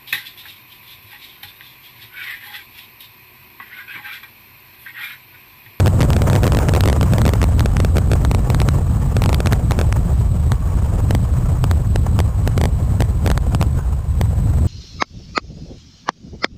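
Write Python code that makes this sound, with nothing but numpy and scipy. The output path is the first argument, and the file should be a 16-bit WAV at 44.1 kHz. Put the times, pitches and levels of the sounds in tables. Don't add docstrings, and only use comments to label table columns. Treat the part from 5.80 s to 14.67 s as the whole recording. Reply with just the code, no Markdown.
import sys
import numpy as np
from scipy import signal
from scipy.io import wavfile
from scipy.ndimage import uniform_filter1d

SR = 44100
rng = np.random.default_rng(int(sys.argv[2]) if len(sys.argv) > 2 else 0)


def transcribe(u):
    v = np.clip(np.atleast_2d(u).T, -1, 1)
    q = np.round(v * 32767).astype(np.int16)
    wavfile.write(sys.argv[1], SR, q)


def volts(x):
    e = np.asarray(x, float) / 20
    return 10 ** e


N = 391166

# (time [s], strength [dB], turbulence about its mean [dB])
AIRFLOW = [(0, -10.5, 6), (.5, -14.5, 9), (1.0, -15.5, 7.5), (1.5, -11.5, 6), (2.1, -12, 2.5),
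           (2.6, -12, 4.5), (3.2, -15, 2), (3.55, -14, 4), (4.1, -13.5, 2.5), (4.5, -14, -1),
           (5.0, -13.5, 2), (5.6, -14, 1), (6.2, -14, -1.5), (6.8, -15, 0.5), (7.4, -15, -1),
           (7.9, -13.5, -1), (8.25, -16.5, -3), (8.87, -12, -2)]
# (time [s], share of small eddies [dB])
EDDY_SIZE = [(0, 2.5), (.5, -2), (1.0, -2.5), (1.4, -1.5), (1.75, -8.5), (2.3, -7), (2.7, -6), (3.05, -1.5),
             (3.5, -6.5), (4.0, -6), (4.35, -6), (4.7, -8), (5.35, -8.5), (5.9, -5.5), (6.4, -8),
             (7.0, -3.5), (7.8, -10), (8.1, -6)]
# (frequency [Hz], level [dB per Hz])
BUFFET_COLOUR = [(15, -5.5), (30, -4), (60, 3), (90, -2), (130, -7.5), (200, -20.5), (300, -31.5),
                 (450, -46)]
# (frequency [Hz], level [dB per Hz])
RUSH_COLOUR = [(150, -5.5), (300, -2.5), (500, -1), (800, -4), (1250, -9.5), (1700, -16.5), (2200, -21),
               (3000, -22.5), (3900, -36)]
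# (time [s], pitch [Hz])
WIRE_PITCH = [
    (0, 1150),
    (2.5, 1149),
    (4.4, 1134),
    (5.2, 1111),
    (6.0, 1126),
    (7.0, 1061),
    (8.2, 1034),
    (8.87, 1028),
]
# (time
# [s], overflow [ms])
DEEP_SLAMS = [(.0041, .98), (.0607, .5), (.0702, 1.02), (.0782, .91), (.206, 1.25), (.2125, .27),
              (.2199, .16), (.2303, .75), (.3042, .5), (.3325, .16), (.3656, 1.0), (.4194, 1.11), (.5, .41),
              (.5316, 1.0), (.5536, .77), (.5617, .86), (.6333, 1.0), (.6416, .86), (.6673, 1.38),
              (.6778, 1.11), (.7213, .54), (.7486, 1.36), (.7705, .91), (.7887, .98),
              (.8868, .23), (.8926, .88), (.9373, .98), (.9503, 1.34), (.9631, .59), (1.0077, .23),
             (1.0373, .5), (1.0577, 1.25), (1.0762, 1.25), (1.0861, .75), (1.0999, .75), (1.1289, .86),
             (1.2117, .5), (1.2298, 1.13), (1.3356, 1.02), (1.383, .77), (1.4173, .34), (1.4535, .98),
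             (1.4639, .61), (1.479, 1.2), (1.4917, .73), (1.5358, 1.25), (1.6166, .27), (1.6293, 1.22),
             (1.6411, .63),
              (1.7952, .16), (1.8065, .34), (1.859, .98), (1.9684, .27), (2.0021, 1.27), (2.0483, .98),
               (2.1691, 1.0), (2.1829, 1.11), (2.3163, 1.0), (2.334, .98), (2.4501, .36), (2.5141, .61),
               (2.5482, .63), (2.7019, .59), (2.7469, .39), (2.8022, .14), (2.8173, .63), (2.8875, .5),
              (3.3672, 1.0), (3.4203, .63), (3.4395, .16), (3.4601, .48), (3.4927, .66), (3.5298, .61),
             (3.5451, .09), (3.6041, 1.02), (3.6599, .41), (3.6713, .25), (3.7244, .5), (3.7316, .27),
             (3.9098, .34), (3.9193, .59), (3.9902, .98), (4.0136, .98), (4.1262, .25),
              (4.7196, .41), (5.3087, .86), (5.3502, .75), (5.8412, .52), (5.9131, .39), (6.1597, .86),
               (6.3907, .5), (6.4028, .73), (6.676, .84), (6.7783, 1.11), (6.814, .75), (6.8389, .79),
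               (6.8556, .75), (7.2056, .88), (7.2219, .73), (7.4629, 1.02), (7.4756, .77), (7.5019, .91),
               (7.5156, .41), (7.5769, .41), (7.7484, .48), (7.8138, .59), (7.8267, .48), (8.4133, .75)]
# (time [s], overflow [ms])
REBOUNDS = [
    (1.0082, .09),
    (1.0084, .09),
    (2.8883, .36),
    (3.5459, .09),
    (3.6717, .63),
    (3.7321, .34),
]
# (time [s], depth [dB], length [s])
LULLS = [(0.11, 7.5, 0.055), (1.53, 11, 0.093), (2.184, 5, 0.078), (2.69, 9.5, 0.047), (3.038, 13, 0.013),
         (3.62, 12, 0.046), (3.924, 6.5, 0.066), (4.581, 9, 0.021), (4.777, 10, 0.046), (4.849, 6, 0.038),
         (5.096, 4.5, 0.044), (5.465, 8, 0.021), (6.037, 14.5, 0.03), (6.527, 14, 0.045),
         (6.744, 3.5, 0.032), (6.896, 2.5, 0.03), (7.014, 11, 0.017), (7.281, 7, 0.021), (7.41, 6.6, 0.023),
         (7.594, 17, 0.029), (8.015, 6.5, 0.12), (8.231, 8.5, 0.11), (8.546, 13, 0.021),
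         (8.722, 8.5, 0.015)]
# (time [s], lift of the rush [dB])
PUFFS = [(0.249, 11), (.446, 0), (.476, 10.5), (0.652, 10), (.88, 4), (.972, 12), (1.284, 4), (1.329, 7),
         (1.724, 6.5), (2.162, 12), (2.357, 9.5), (2.719, 5), (2.825, 9.5), (2.881, 11), (3.224, 5.5),
         (3.325, 1), (3.718, 14), (3.998, 14), (4.167, 16), (4.416, 7.5), (4.987, 5), (5.197, 6),
         (5.959, 5), (6.772, 6), (7.01, 4), (7.451, 10), (7.727, 8), (8.453, 5), (8.591, 8), (8.7, 8)]
# (time [s], lift of the rush [dB])
FLUTTERS = [(.547, 6), (.732, 7.5), (1.165, 5), (1.686, 9.5), (2.277, 6.5), (2.988, 11), (3.5, 11),
            (3.679, 6), (4.342, 4), (4.688, -1), (5.57, -0.5), (6.267, 17), (6.67, 10), (7.35, 6.5),
            (7.666, 7), (7.99, 6), (8.06, 5), (8.129, 3.5), (8.635, 8), (8.737, 9.5), (8.785, 8),
            (8.853, 5)]

CAPSULE_STOP = .54
BLEED_MS = 1.9
CONVERTER_HZ, MU, CODES = 8000, 255, 127
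TOP, BOTTOM = .485, -.51
RECOVERY_MS = 3.1
WIRE_WIDTH_HZ = 40


def rms_one(x):
    return x / np.sqrt(np.mean(x ** 2) + 1e-20)


def in_time(rows):
    s, *columns = np.transpose(rows)
    return [np.interp(np.arange(N) / SR, s, c) for c in columns]


def drift(rate):
    r = np.exp(-80 * np.pi * rate / SR)
    noise = rng.standard_normal(N // 40 + 2002)
    slow = signal.lfilter([1], [1, -2 * r, r * r], noise)[2000:]
    return np.interp(np.arange(N) / 40, np.arange(len(slow)), rms_one(slow))


def banded_noise(colour, tilt_db, patchy_db, patch_rate):
    hz_points, db_points = np.transpose(colour)
    octaves = np.log2(hz_points[-1] / hz_points[0])
    edges = hz_points[0] * 2 ** np.arange(0, octaves, .4)
    white = rng.standard_normal((2, N + SR))
    together = drift(patch_rate)
    out = 0
    for k, (low, high) in enumerate(zip(edges, edges[1:])):
        band_pass = signal.butter(2, [low, high], "band", fs=SR, output="sos")
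        band = signal.sosfilt(band_pass, white[k % 2])[SR:]
        hz = np.sqrt(low * high)
        level_db = np.interp(np.log(hz), np.log(hz_points), db_points) + tilt_db(hz)
        flicker_db = patchy_db * (0.59 * together + .7 * drift(patch_rate))
        out = out + volts(level_db + flicker_db) * band
    return rms_one(out)


def buffet(level_db, small_db):
    def tilt(hz):
        return (small_db + 6.5) * np.clip(np.log2(hz / 70) * 1.5, -.3, 1)

    eddies = banded_noise(BUFFET_COLOUR, tilt, patchy_db=-0.36, patch_rate=5.0)
    low_pass = signal.butter(2, 190, fs=SR, output="sos")
    eddies = signal.sosfilt(low_pass, eddies)
    even = np.sqrt(uniform_filter1d(eddies ** 2, size=4000) + 0.056)
    return volts(level_db + 4.5) * eddies / even


def rush(level_db, bright_db, lift_db):
    def tilt(hz):
        return (bright_db - level_db + 6.5) * np.clip(np.log2(hz / 500), 0, 1)

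    fine = banded_noise(RUSH_COLOUR, tilt, patchy_db=2.0, patch_rate=28.0)
    return volts(level_db - 0.5 + lift_db) * fine


def wire(bright_db):
    pitch_hz = in_time(WIRE_PITCH)[0] + 14.0 * drift(4.0)
    turn = np.exp(2j * np.pi * np.cumsum(pitch_hz) / SR)
    blur = drift(WIRE_WIDTH_HZ) + 1j * drift(WIRE_WIDTH_HZ)
    level_db = -39 + 0.23 * bright_db + 2.0 * drift(3.1)
    return volts(level_db) * np.real(turn * blur)


def slams():
    rows = DEEP_SLAMS + REBOUNDS
    s, over_ms = np.transpose(sorted(rows))
    gap_ms = np.diff(s, prepend=-1) * 1e3
    fall_ms = 2.1 - 0.99 * over_ms + 0.071 * s
    fall_ms = np.clip(fall_ms, .4, np.maximum(gap_ms / 4, .4))
    fall_ms[gap_ms < RECOVERY_MS] = .2
    return list(zip(s, over_ms, fall_ms, gap_ms))


def add_slams(pressure):
    chance = rng.random((len(slams()), 3))
    for (s, over_ms, fall_ms, gap_ms), (height, hold, reach) in zip(slams(), chance):
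        if gap_ms < RECOVERY_MS:
            continue
        up_ms = np.clip(gap_ms - RECOVERY_MS, 3.7, 5.0 + 4.5 * reach)
        end = over_ms + 0.9 + 2.2 * hold
        crest = CAPSULE_STOP * (1.7 - .45 * fall_ms + .4 * height)
        first = max(round((s - (up_ms + 3) / 1e3) * SR), 0)
        last = min(round((s + (end + 3) / 1e3) * SR), N)
        at = np.arange(first, last)
        ms = (at / SR - s) * 1e3
        swing_ms = [-up_ms - 1, -up_ms + .2 + .9 * fall_ms, -1.2 * fall_ms, .5 * over_ms]
        swing = np.interp(ms, swing_ms, [-.45, crest, crest, -.75])
        share = np.interp(ms, [-up_ms - 3, -up_ms, end, end + 2.5], [0, .9, 1, 0])
        pressure[at] += share * (swing - pressure[at])
    return pressure


def lulls():
    t = np.arange(0, N, 40)[:, None] / SR
    s, depth_db, length_s = np.transpose(LULLS)
    notches = depth_db * np.exp(-((t - s) / (0.43 * length_s)) ** 2)
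    return np.interp(np.arange(N) / SR, t[:, 0], -0.76 * np.sum(notches, axis=1))


def puffs():
    t = np.arange(N) / SR
    lift_db = 2.5 * np.clip(drift(30.0), -1, 1.5)
    for rows, half_s in [(PUFFS, .009), (FLUTTERS, .005)]:
        for s, peak_db in rows:
            at = slice(round((s - 3 * half_s) * SR), round((s + 3 * half_s) * SR))
            lift_db[at] += 0.88 * peak_db * np.exp(-((t[at] - s) / half_s) ** 2)
    return lift_db


def whistle():
    middle_s, half_s = 8.01, .065
    along = np.clip((np.arange(N) / SR - middle_s) / half_s, -2, 2)
    pitch_hz = 1520 - 230 * along ** 2
    arch = np.exp(2j * np.pi * np.cumsum(pitch_hz) / SR)
    blur = drift(2 * WIRE_WIDTH_HZ) + 1j * drift(2 * WIRE_WIDTH_HZ)
    return volts(-48.5) * np.exp(-along ** 4) * np.real(arch * blur)


def scene():
    strength_db, turbulence_db = in_time(AIRFLOW)
    dip_db = lulls()
    small_db = in_time(EDDY_SIZE)[0] + 1.5 * drift(9.0)
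    fine_db = turbulence_db + 0.24 * dip_db
    rush_db = -36 + fine_db + 2 * drift(14.0)
    bright_db = -43.5 + fine_db + drift(12.0)
    pressure = add_slams(buffet(strength_db + dip_db, small_db))
    pressure = pressure + rush(rush_db, bright_db, puffs())
    return (pressure + wire(bright_db) + whistle())[None]


def preamp(pressure):
    swing = np.abs(pressure) / CAPSULE_STOP
    stopped = CAPSULE_STOP * np.tanh(swing ** 5) ** (1 / 5) * np.sign(pressure)
    r = np.exp(-1e3 / (BLEED_MS * SR))
    hiss = volts(-56.0) * rng.standard_normal(N)
    return signal.lfilter([1, -1], [1, -r], stopped) + hiss


def converter(x):
    count = int(N * CONVERTER_HZ / SR) + 1
    ms = np.arange(count) * 1e3 / CONVERTER_HZ
    x = np.interp(ms, np.arange(N) * 1e3 / SR, x)
    low_side = BOTTOM * .92 * np.tanh((np.abs(x / BOTTOM) / .92) ** 3) ** (1 / 3)
    x = np.where(x < 0, low_side, np.minimum(x, TOP))
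    overflow = np.zeros(count, bool)
    for s, over_ms, fall_ms, gap_ms in slams():
        first = int(s * CONVERTER_HZ + .01)
        last = first + max(round(over_ms * CONVERTER_HZ / 1e3), 1)
        near = np.arange(max(first - 30, 0), min(last + 60, count))
        since = np.maximum(near - last, 0)
        falling = 1 + (near + 1 - first) / (8 * fall_ms)
        sinking = BOTTOM * np.exp(-since / (8 * BLEED_MS)) * np.clip(falling, 0, 1)
        before = np.clip(1.5 * falling + .3, 0, 1)
        after = np.exp(-since / 9)
        x[near] += np.where(near < first, before, after) * (sinking - x[near])
        overflow[first:last] = True
    code = np.round(CODES * np.log1p(MU * np.abs(x / BOTTOM)) / np.log1p(MU))
    x = np.sign(x) * -BOTTOM * np.expm1(code / CODES * np.log1p(MU)) / MU
    return np.where(overflow, 0, x)[np.arange(N) * CONVERTER_HZ // SR]


def band_limit(x):
    return signal.sosfilt(signal.butter(12, 16690, fs=SR, output="sos"), x)


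def record(dry):
    cutoff_hz = 15550
    stepped = converter(preamp(dry[0]))
    high_pass = signal.butter(8, 12700, "high", fs=SR, output="sos")
    top = signal.sosfiltfilt(high_pass, stepped)
    starved, spared, half = np.zeros(N), np.zeros(N), round(.006 * SR / 2)
    for (s, *_), chance in zip(slams(), rng.random(len(slams()))):
        at = slice(max(round(s * SR) - half, 0), round(s * SR) + half)
        starved[at] = chance < .38
        spared[at] = chance > 1 - .3
    starved = uniform_filter1d(starved, size=60)
    spared = uniform_filter1d(spared, size=60)
    flicker = volts(4 + 2.5 * np.minimum(drift(14.0), 0))
    limited_top = .1 * np.tanh(top / .1)
    stepped = stepped - top + flicker * (1 - .93 * starved) * limited_top
    top_cut = signal.cheby2(12, 35, cutoff_hz + 200, fs=SR, output="sos")
    cut = signal.sosfiltfilt(top_cut, stepped)
    wider_cut = signal.cheby2(12, 30, cutoff_hz + 1300, fs=SR, output="sos")
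    beyond = signal.sosfiltfilt(wider_cut, stepped - cut)
    return band_limit((cut + .4 * spared * beyond)[None])


dry = scene()
out = record(dry)
transcribe(out)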